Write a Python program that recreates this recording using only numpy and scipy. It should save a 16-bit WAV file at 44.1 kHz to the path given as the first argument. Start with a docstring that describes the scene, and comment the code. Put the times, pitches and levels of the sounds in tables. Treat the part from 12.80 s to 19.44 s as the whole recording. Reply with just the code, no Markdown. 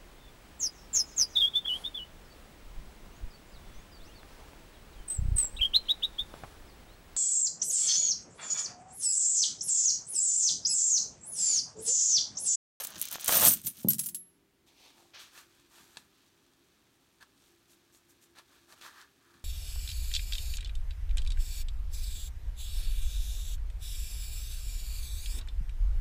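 """In a small room with a low hum, close to the microphone, a hand stirs a heap of coins on a table covered
by a towel. The coins scrape and clink against each other, then slide in a rush at about half a second.
Just after one second a soft thump shakes the table, and the last coins drop and ring.
From about two seconds on, old banknotes are pushed about and leafed through: their fibres catch and slip,
their creases snap, and now and then the hand bumps the towel."""
import sys
import numpy as np
from scipy import signal
from scipy.fft import rfft, irfft
from scipy.io import wavfile

SR = 44100
rng = np.random.default_rng(int(sys.argv[2]) if len(sys.argv) > 2 else 0)


def wav_record(signal):
    """Record a signal, one row per channel, as 16-bit PCM in the file named by sys.argv[1]."""
    frames = np.transpose(np.atleast_2d(signal))
    bounded = np.clip(frames, -1, 1)
    # unit amplitude maps onto the largest positive 16-bit level
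    quanta = np.round(bounded * 32767).astype(np.int16)
    wavfile.write(sys.argv[1], SR, quanta)


N = 292868
TIME = np.arange(N) / SR


def from_db(db):
    """Turn decibels into a number to multiply a sound by."""
    return 10 ** (np.asarray(db) / 20)


def unit_power(x):
    """Scale a sound so that its average power is 1."""
    return x / np.sqrt(np.mean(x ** 2) + 1e-20)


def at_hz(points, hz):
    """Read a table between its rows, giving every octave the same room."""
    pitches, values = np.transpose(points)
    return np.interp(np.log(np.maximum(hz, 1)), np.log(pitches), values)


def colour(x, tone):
    """Give a sound a tone: the table says how strong each pitch is next to the others."""
    size = 4096
    strengths = from_db(at_hz(tone, np.arange(size // 2 + 1) * SR / size))
    cepstrum = irfft(np.log(strengths))
    # folding it in half makes a filter that never sounds ahead of a hit
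    cepstrum[1:size // 2] *= 2
    cepstrum[size // 2 + 1:] = 0
    response = irfft(np.exp(rfft(cepstrum)))
    return signal.oaconvolve(x, response / np.linalg.norm(response))[:N]


def ring(clicks, hz, ring_s):
    """Each click starts a pure tone. Here and below, ring_s is the time it takes to fade by 60 dB."""
    keep = from_db(-60 / (ring_s * SR))
    turn = 2 * np.pi * hz / SR
    return signal.lfilter([0, np.sin(turn)], [1, -2 * keep * np.cos(turn), keep * keep], clicks + 1e-18)


def add(track, start_s, sound):
    """Mix a sound into a track at the given time."""
    i = int(np.clip(round(start_s * SR), 0, N - 1))
    track[i:i + len(sound)] += sound[:N - i]


def strikes(rows):
    """Make one click for each row of start_s, level_db."""
    clicks = np.zeros(N)
    for start_s, level_db in rows:
        add(clicks, start_s, from_db([level_db]))
    return clicks


def grains(per_s, spread_db):
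    """Tiny contacts at random times; a larger spread makes their strengths more uneven."""
    sizes = from_db(spread_db * np.minimum(rng.exponential(1, N), 4)) * rng.choice([-1, 1], N)
    touching = rng.random(N) < per_s / SR
    return unit_power(sizes * touching / np.sqrt(per_s))


def burst(fade_s):
    """A brief crunch of tiny slips that fades by 60 dB in fade_s."""
    t = TIME[:SR // 8]
    slips = rng.choice([-1, 1], len(t)) * rng.uniform(.2, 1, len(t)) * from_db(-60 * t / fade_s)
    return slips / np.linalg.norm(slips)


def friction(level, slow_per_s, extra_per_s, spread_db):
    """A slow movement slips in separate catches; a fast one adds more and runs them together."""
    return level * grains(slow_per_s + extra_per_s * level / level.max(), spread_db)


def movements(rows):
    """Four loudness curves: each hand movement swells for rise_s, then loses 20 dB in fade_s."""
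    fade_shape = 1.1   # above 1: slowly at first, then faster
    power, t = np.zeros((4, N)), TIME[:SR * 3 // 4]
    for start_s, rise_s, fade_s, level_db, *offsets_db in rows:
        swell = np.sin(np.pi / 2 * np.minimum(t / rise_s, 1))
        fade = from_db(-20 * (np.maximum(t - rise_s, 0) / fade_s) ** fade_shape)
        for layer, offset_db in zip(power, [0, *offsets_db]):
            add(layer, start_s, (from_db(level_db + offset_db) * swell * fade) ** 2)
    return np.sqrt(power)


def room(x, echo_db):
    """The walls add a wash of echoes in which high pitches die sooner than low ones."""
    # how long the room rings: pitch_hz, ring_s
    ring_times = [(150, .5), (600, 0.21), (3000, 0.27), (8000, .22), (16000, 0.16)]
    t, tail = TIME[:SR // 2], 0
    edges_hz = np.geomspace(60, 17000, 9)
    for low, high in zip(edges_hz, edges_hz[1:]):
        band_filter = signal.butter(2, [low, high], "band", fs=SR, output="sos")
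        band = signal.sosfilt(band_filter, rng.standard_normal(len(t)))
        tail = tail + band * from_db(-60 * t / at_hz(ring_times, np.sqrt(low * high)))
    tail = tail * (t > .004)   # the first echo takes 4 ms
    return x + from_db(echo_db) * signal.oaconvolve(x, tail / np.linalg.norm(tail))[:N]


def background():
    """Still air and the wavering hum of a distant appliance, there from start to end."""
    # the tones of the hum: pitch_hz, width_hz, level_db
    hum_tones = [(283, 18, -79.5), (343.4, 3.6, -76), (395, 2.6, -82.5)]
    # the tone of the air: pitch_hz, level_db
    air_tone = [(20, -25.5), (45, -4.5), (80, -2), (180, -4.5), (260, -4), (380, -7.5), (520, -13),
                (800, -14.5), (1500, -16), (3000, -17.5), (5000, -21.5), (8000, -24), (10500, -25.5),
                (15500, -26)]
    hum = 0
    for pitch_hz, width_hz, level_db in hum_tones:
        ring_s = np.log(1000) / (np.pi * width_hz)
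        hum = hum + from_db(level_db) * unit_power(ring(rng.standard_normal(N), pitch_hz, ring_s))
    return hum + from_db(-71.5) * colour(rng.standard_normal(N), air_tone)


def heap_motion():
    """Loudness curves for scrape, jingle, knock and rumble as the hand pushes and the heap slides."""
    # the hand pushes into the heap: start_s, rise_s, fade_s, scrape_db,
    # then, counted from scrape_db: jingle_db, knock_db, rumble_db
    pushes = [(0.0, 0.0013, 0.1, -40, 1, -4.5, -23), (.06, 0.053, .07, -50.5, -20, -0.5, -13),
              (.135, 0.033, 0.086, -46, -10, -4.5, -6), (.19, 0.079, 0.067, -43.5, -18, -14.5, -22),
              (.29, 0.058, 0.037, -41, -12, -7.5, -19.5), (.37, 0.12, 0.038, -41, -11, -10, -24),
              (.745, 0.029, 0.066, -51.5, 4, -10, -1), (.828, 0.046, 0.058, -49, 10, -11.5, 0.5),
              (.93, 0.079, 0.075, -55.5, 5.5, -9.5, -4.5)]
    # one side of the heap slides down: time_s, jingle_db, knock_db
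    slide = [(.47, -48, -49.5), (.481, -22, -38), (.503, -31.5, -38), (.53, -22, -35), (.605, -23.5, -37),
             (.635, -24.5, -32), (.674, -13.5, -34.5), (.702, -26, -47), (.74, -25, -50),
             (.765, -53.5, -66.5)]
    times_s, *columns = np.transpose(slide)
    jingle, knock = [from_db(np.interp(TIME, times_s, db, left=-np.inf, right=-np.inf)) for db in columns]
    scrape = np.sqrt(jingle * knock)   # midway between the two
    weight = (scrape / scrape.max()) ** 1.9   # swells more steeply than the scrape
    lag_s = 0.028   # the heavy table follows a little late
    keep = np.exp(-1 / (lag_s * SR))
    rumble = signal.lfilter([1 - keep], [1, -keep], weight + 1e-18)
    sliding = [from_db(-2) * scrape, from_db(0.5) * jingle, knock, from_db(-31.5) * rumble]
    return np.hypot(movements(pushes), sliding)


def coin_contacts(contacts, ring_s, ring_db, count):
    """Each contact ticks and rings one of many coins, which its neighbours quickly hush."""
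    pitches_hz = np.linspace(5500, 15600, count) + rng.uniform(-100, 110, count)
    rings_s = ring_s * from_db(rng.normal(0, 3.9, count))
    which_coin = rng.integers(0, count, N)
    ringing = np.zeros(N)
    for k in range(count):
        energy = rings_s[k] * SR / np.log(1e12)   # used to make long and short rings equally strong
        ringing += ring(contacts * (which_coin == k), pitches_hz[k], rings_s[k]) / np.sqrt(energy)
    return (contacts + from_db(ring_db) * ringing) / np.hypot(1, from_db(ring_db))


def sliding_coins(scrape, jingle, knock):
    """Coins pour over each other: rims jingle, faces scrape and knocks travel down through the heap."""
    # the tone of rims touching: pitch_hz, level_db
    rim_tone = [(2500, -31), (5500, -8), (7500, -5.5), (8500, 1), (10300, -3), (12000, -2.5), (14000, 4.5),
                (16000, -8.5)]
    # the tone of faces scraping: pitch_hz, level_db
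    face_tone = [(900, -33), (2250, -8), (3200, -3), (4100, -3.5), (5200, -7), (6300, -0.5), (8000, -15),
                 (12000, -28)]
    # the tone of knocks inside the heap: pitch_hz, level_db
    heap_tone = [(150, -20.5), (400, -7), (620, 5), (900, -3.5), (1250, -1.5), (1750, -3.5), (2150, -14.5),
                 (5000, -29)]
    rim_hits = jingle * grains(per_s=4400, spread_db=5)
    rims = colour(coin_contacts(rim_hits, ring_s=0.028, ring_db=-0.5, count=72), rim_tone)
    faces = colour(friction(scrape, slow_per_s=900, extra_per_s=5100, spread_db=3.5), face_tone)
    depth = np.clip(knock / knock.max(), 1e-9, 1)
    deep = knock * np.sqrt(depth) * grains(per_s=1300, spread_db=0)
    light = knock * np.sqrt(1 - depth) * grains(per_s=830, spread_db=0.5)
    # light contacts stay in the top layer of the heap and lack its low pitches
    light = signal.sosfilt(signal.butter(2, 1200, "high", fs=SR, output="sos"), light)
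    return from_db(-3) * rims + from_db(-0.75) * faces + from_db(1.5) * colour(deep + light, heap_tone)


def free_coins():
    """A coin held at just one point rings on; it is not quite round, so a twin tone makes it waver."""
    # coins that come free: start_s, pitch_hz, level_db, ring_s
    coins = [(.003, 11364, -35, 0.13), (0.215, 11300, -23, 0.033), (.326, 13100, -34, 0.15),
             (.555, 12700, -30, .065), (.57, 14000, -16, .05), (0.634, 11500, -21, .12),
             (.645, 14600, -18.5, .083), (.682, 11160, -13, 0.051), (.860, 13280, -28, 0.11),
             (.868, 12070, -28.5, 0.11), (0.879, 10380, -30.5, .11), (1.086, 11724, -14, 0.12),
             (1.192, 11120, -25, 0.17), (1.260, 14500, -28, .08), (1.268, 11140, -35.5, 0.19),
             (1.347, 10330, -43, .26), (1.346, 11220, -33, 0.3)]
    twin_gap_hz, twin_db = 14, -13
    ringing = np.zeros(N)
    for start_s, pitch_hz, level_db, ring_s in coins:
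        hit = strikes([(start_s, level_db)])
        ringing += ring(hit, pitch_hz, ring_s)
        ringing += from_db(twin_db) * ring(hit, pitch_hz + twin_gap_hz, ring_s)
    return from_db(-1.5) * ringing


def knocks():
    """A stack gives way and lands flat: the whole heap answers with a dull clack."""
    # the heap settles: start_s, level_db
    landings = [(0.011, -45), (0.051, -39), (0.356, -26.5), (0.383, -36), (0.493, -15), (0.525, -19.5),
                (0.634, -23), (0.641, -25)]
    # the tones of the whole heap: pitch_hz, level_db, ring_s
    heap_tones = [(624, -10, 0.0082), (870, 0, 0.0046), (1160, 4, 0.0018), (1720, -6.5, 0.0055),
                  (3300, -13.5, 0.0036)]
    hits, clacks = strikes(landings), np.zeros(N)
    for k, (pitch_hz, level_db, ring_s) in enumerate(heap_tones):
        direction = (-1) ** k   # every second tone swings the other way
        clacks += direction * from_db(level_db) * ring(hits, pitch_hz, ring_s)
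    return from_db(8.5) * clacks


def clinks(scrape):
    """Coin hits coin: a hard first touch, then weaker bounces. Stray ticks come wherever coins scrape."""
    # single hits and how long their bounces last: start_s, level_db, settle_s
    hits = [(0.0378, -19.5, 0.049), (0.048, -20, 0.023), (0.07, -19, 0.018), (0.1045, -24.5, 0.0068),
            (0.1812, -26, 0.018), (.1956, -27.5, 0.063), (0.215, -10.5, 0.013), (0.2247, -16, 0.019),
            (0.254, -16, 0.0067), (.2973, -39, .03), (.3106, -25, 0.014), (.3253, -20.5, 0.022),
            (0.357, -21.5, 0.013), (0.398, -30, 0.047), (.4094, -25, 0.039), (0.4447, -17, 0.031),
            (.477, -22, 0.028), (0.48, -8.5, 0.018), (.568, -9.5, 0.016), (0.6704, -4, 0.039),
            (0.6826, -4.5, 0.028), (.7377, -17, 0.047), (.7707, -32, .027), (.8156, -30.5, 0.016),
            (0.8687, -13.5, 0.04), (0.874, -22, 0.025), (1.0312, -27.5, 0.022), (1.0846, -13, 0.045),
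            (1.1038, -12.5, 0.083), (1.133, -13.5, 0.026), (1.143, -21.5, 0.058), (1.1835, -21.5, .038),
            (1.1927, -8.5, 0.039), (1.209, -24.5, 0.1), (1.2354, -26.5, 0.12), (1.2598, -19, 0.071),
            (1.287, -22, 0.063), (1.3466, -23, 0.09)]
    # the tone of a clink: pitch_hz, level_db
    clink_tone = [(300, -41), (1500, -17), (2200, -17.5), (3200, -10.5), (6000, -5.5), (9000, 2.5),
                  (12000, 0), (16000, 0)]
    bounce_db, tick_db = -11, -6
    touches, bounce_level = np.zeros(N), np.zeros(N)
    for start_s, level_db, settle_s in hits:
        add(touches, start_s, from_db(level_db) * burst(fade_s=0.002))
        add(bounce_level, start_s, from_db(level_db + bounce_db - 60 * TIME[:SR // 4] / settle_s))
    ticks = from_db(tick_db) * scrape * grains(per_s=90, spread_db=5.5)
    bounces = bounce_level * grains(per_s=2700, spread_db=0.5)
    contacts = from_db(-0.5) * touches + bounces + ticks
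    return colour(coin_contacts(contacts, ring_s=0.022, ring_db=-10, count=48), clink_tone)


def table(rumble):
    """The table rumbles under the moving heap, rings from soft blows, then rumbles as the hand bumps it."""
    # the tone of the rumble: pitch_hz, level_db
    rumble_tone = [(25, -23), (80, -1.5), (130, 0.5), (210, 5), (300, -2), (450, -20.5), (1200, -51)]
    # soft blows on the table: start_s, level_db
    blows = [(1.047, -0.5), (1.074, -5)]
    # the tones of the table top: pitch_hz, level_db, ring_s
    board_tones = [(138.3, -32, 0.18), (174.4, -51, 1), (196, -17.5, 0.039), (217, -45, 0.64),
                   (273, -35, 0.23), (350, -35.5, 0.11), (485, -44, 0.062), (520, -47.5, 0.075),
                   (809, -49, 0.11)]
    # the hand bumps the towel: start_s, level_db
    bumps = [(3.002, -65.5), (3.175, -66), (4.421, -75.5), (5.938, -74.5), (6.024, -77), (6.549, -67)]
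    soft_hits = signal.sosfilt(signal.butter(3, 850, fs=SR, output="sos"), strikes(blows))
    thump = sum(from_db(db) * ring(soft_hits, hz, ring_s) for hz, db, ring_s in board_tones)
    # a board gives off little sound below its lowest tone
    thump = signal.sosfilt(signal.butter(4, 124, "high", fs=SR, output="sos"), thump)
    bump_fade = np.exp(-TIME[:SR // 2] / 0.085)   # down to about a third in 85 ms
    shaking = rumble.copy()
    for start_s, level_db in bumps:
        add(shaking, start_s, from_db(level_db) * bump_fade)
    return room(thump, echo_db=-12) + from_db(-1.5) * shaking * colour(rng.standard_normal(N), rumble_tone)


def shifting():
    """Four faint loudness curves, steady once the hand holds the notes and they shift under it."""
    # the quiet between strokes: rub_db, edge_db, rasp_db, brush_db
    levels_db = (-75.5, -82, -79.5, -83)
    reach_s, hold_s = 1.8, 2.03
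    return np.outer(from_db(levels_db), np.interp(TIME, [reach_s, hold_s], [0, 1]))


def banknotes():
    """Fibres catch and slip as the sheets slide over each other and over the towel."""
    # a note is pushed or leafed over: start_s, rise_s, fade_s, rub_db,
    # then, counted from rub_db: edge_db, rasp_db, brush_db
    strokes = [(1.86, 0.023, 0.14, -66, -8, -20.5, -6), (1.93, 0.14, .13, -59.5, -12, -25.5, -7.5),
               (2.12, 0.085, 0.21, -69.5, -3.5, -16.5, 2.5), (2.332, 0.02, 0.16, -50, -26.5, -9, -11.5),
               (2.385, 0.017, 0.13, -52.5, -7.5, -5.5, -20), (2.51, 0.083, 0.083, -57.5, -3.5, -0.5, -11),
               (2.62, 0.16, .3, -70.5, -6.5, -4, -19.5), (2.89, 0.097, 0.29, -63, -3, -3, -6),
               (3.04, 0.16, 0.085, -70.5, -2, 0, -8.5), (3.27, 0.15, 0.19, -71.5, -10, -9, -15),
               (4.40, 0.032, 0.019, -63.5, -9, 8, -10), (4.55, 0.094, .26, -73, -1, -7, -15.5),
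               (4.87, 0.056, 0.056, -69.5, 1.5, -6, -11), (5.11, 0.051, 0.064, -75.5, 8, -10, -11),
               (5.28, 0.029, 0.035, -72, 5.5, -8, -15), (5.40, 0.041, 0.043, -69, 1.5, -8, -19),
               (5.545, 0.05, 0.03, -58.5, -9.5, -1, -8.5), (5.64, 0.12, .2, -69, -5.5, -2, -7.5),
               (5.87, 0.064, 0.035, -63, -2, 0.5, -2), (5.94, 0.055, 0.067, -66.5, -4.5, -2, -11),
               (6.005, 0.02, 0.09, -53.5, -9, -5, -9.5), (6.025, 0.04, 0.087, -55.5, -5, 4, -10.5),
               (6.1, 0.12, 0.057, -61, -7.5, 5.5, -11), (6.35, 0.22, 0.14, -75.5, -4, 8, -3.5)]
    # the tone of note rubbing on note: pitch_hz, level_db
    rub_tone = [(900, -37), (1700, -15.5), (2100, -3), (2500, 1.5), (2850, -2), (3300, 2), (4400, 0.5),
                (5000, -3.5), (6200, -3.5), (9000, -40), (16000, -29)]
    # the hiss of the edges: pitch_hz, level_db
    edge_tone = [(3000, -18.5), (6500, 1), (8500, 0.5), (10500, -4.5), (12500, -2.5), (16000, -10.5)]
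    # the rasp of the sheet: pitch_hz, level_db
    sheet_tone = [(600, -32.5), (950, -3.5), (1220, 2), (1450, 0.5), (1750, 3), (2100, -11), (3400, -35),
                  (4400, -13), (5200, -28)]
    # the brushing on the towel: pitch_hz, level_db
    towel_tone = [(100, -23.5), (250, -7.5), (480, -6.5), (700, -3), (900, -1.5), (1150, -10), (3000, -32)]
    rub, edge, rasp, brush = np.hypot(movements(strokes), shifting())
    rubbing = colour(friction(rub, slow_per_s=800, extra_per_s=10000, spread_db=0.5), rub_tone)
    edges = colour(friction(edge, slow_per_s=630, extra_per_s=7000, spread_db=2), edge_tone)
    sheet = colour(rasp * grains(per_s=3500, spread_db=2), sheet_tone)
    towel = colour(brush * grains(per_s=660, spread_db=3.5), towel_tone)
    paper = from_db(-0.17) * rubbing + from_db(3.2) * edges + from_db(-0.1) * sheet
    return paper + from_db(-0.5) * towel + creases(rub)


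def creases(rub):
    """A crease snaps and leaves the sheet shivering; small ones give way wherever the notes rub."""
    # large creases snap: start_s, level_db
    snaps = [(2.104, -50), (2.181, -51), (2.348, -45.5), (2.577, -38), (2.984, -45.5), (3.159, -48.5),
             (3.171, -30.5), (4.409, -48.5), (4.427, -44.5), (4.933, -54), (5.148, -51.5), (5.586, -40.5),
             (5.924, -43), (6.013, -42), (6.541, -52.5)]
    # the tone of a snap: pitch_hz, level_db
    snap_tone = [(100, -7), (600, -29), (1100, 8), (1700, 0), (4200, 7), (5500, 0), (8500, 4), (11000, -4),
                 (16000, -38)]
    # the brief tones of a stiff note: pitch_hz, level_db, ring_s
    note_tones = [(992, -9, 0.014), (1714, -6, 0.024), (2674, -2, 0.011), (3440, -13, 0.0056),
                  (4240, 0, 0.0079)]
    crunch = from_db(-13.5) * rub * grains(per_s=32, spread_db=5)   # the small creases
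    for start_s, level_db in snaps:
        snap = burst(fade_s=0.026)
        shiver = from_db(-3.5) * burst(fade_s=0.076)
        add(crunch, start_s, from_db(level_db + 8) * (snap + shiver))
    hits = strikes(snaps)
    ringing = sum(from_db(db) * ring(hits, hz, ring_s) for hz, db, ring_s in note_tones)
    return colour(crunch, snap_tone) + from_db(-6) * ringing


def scene():
    """Coins right under the microphone, then the notes a little farther off, in one channel."""
    scrape, jingle, knock, rumble = heap_motion()
    coins = sliding_coins(scrape, jingle, knock) + clinks(scrape) + free_coins() + knocks()
    mix = room(coins, echo_db=-19) + table(rumble) + room(banknotes(), echo_db=-15.5) + background()
    return mix[None]


def record(dry):
    """The very highest pitches are cut off steeply."""
    cutoff_hz = 15900
    return signal.sosfilt(signal.ellip(12, .1, 80, cutoff_hz, fs=SR, output="sos"), dry)


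dry = scene()
out = record(dry)
wav_record(out)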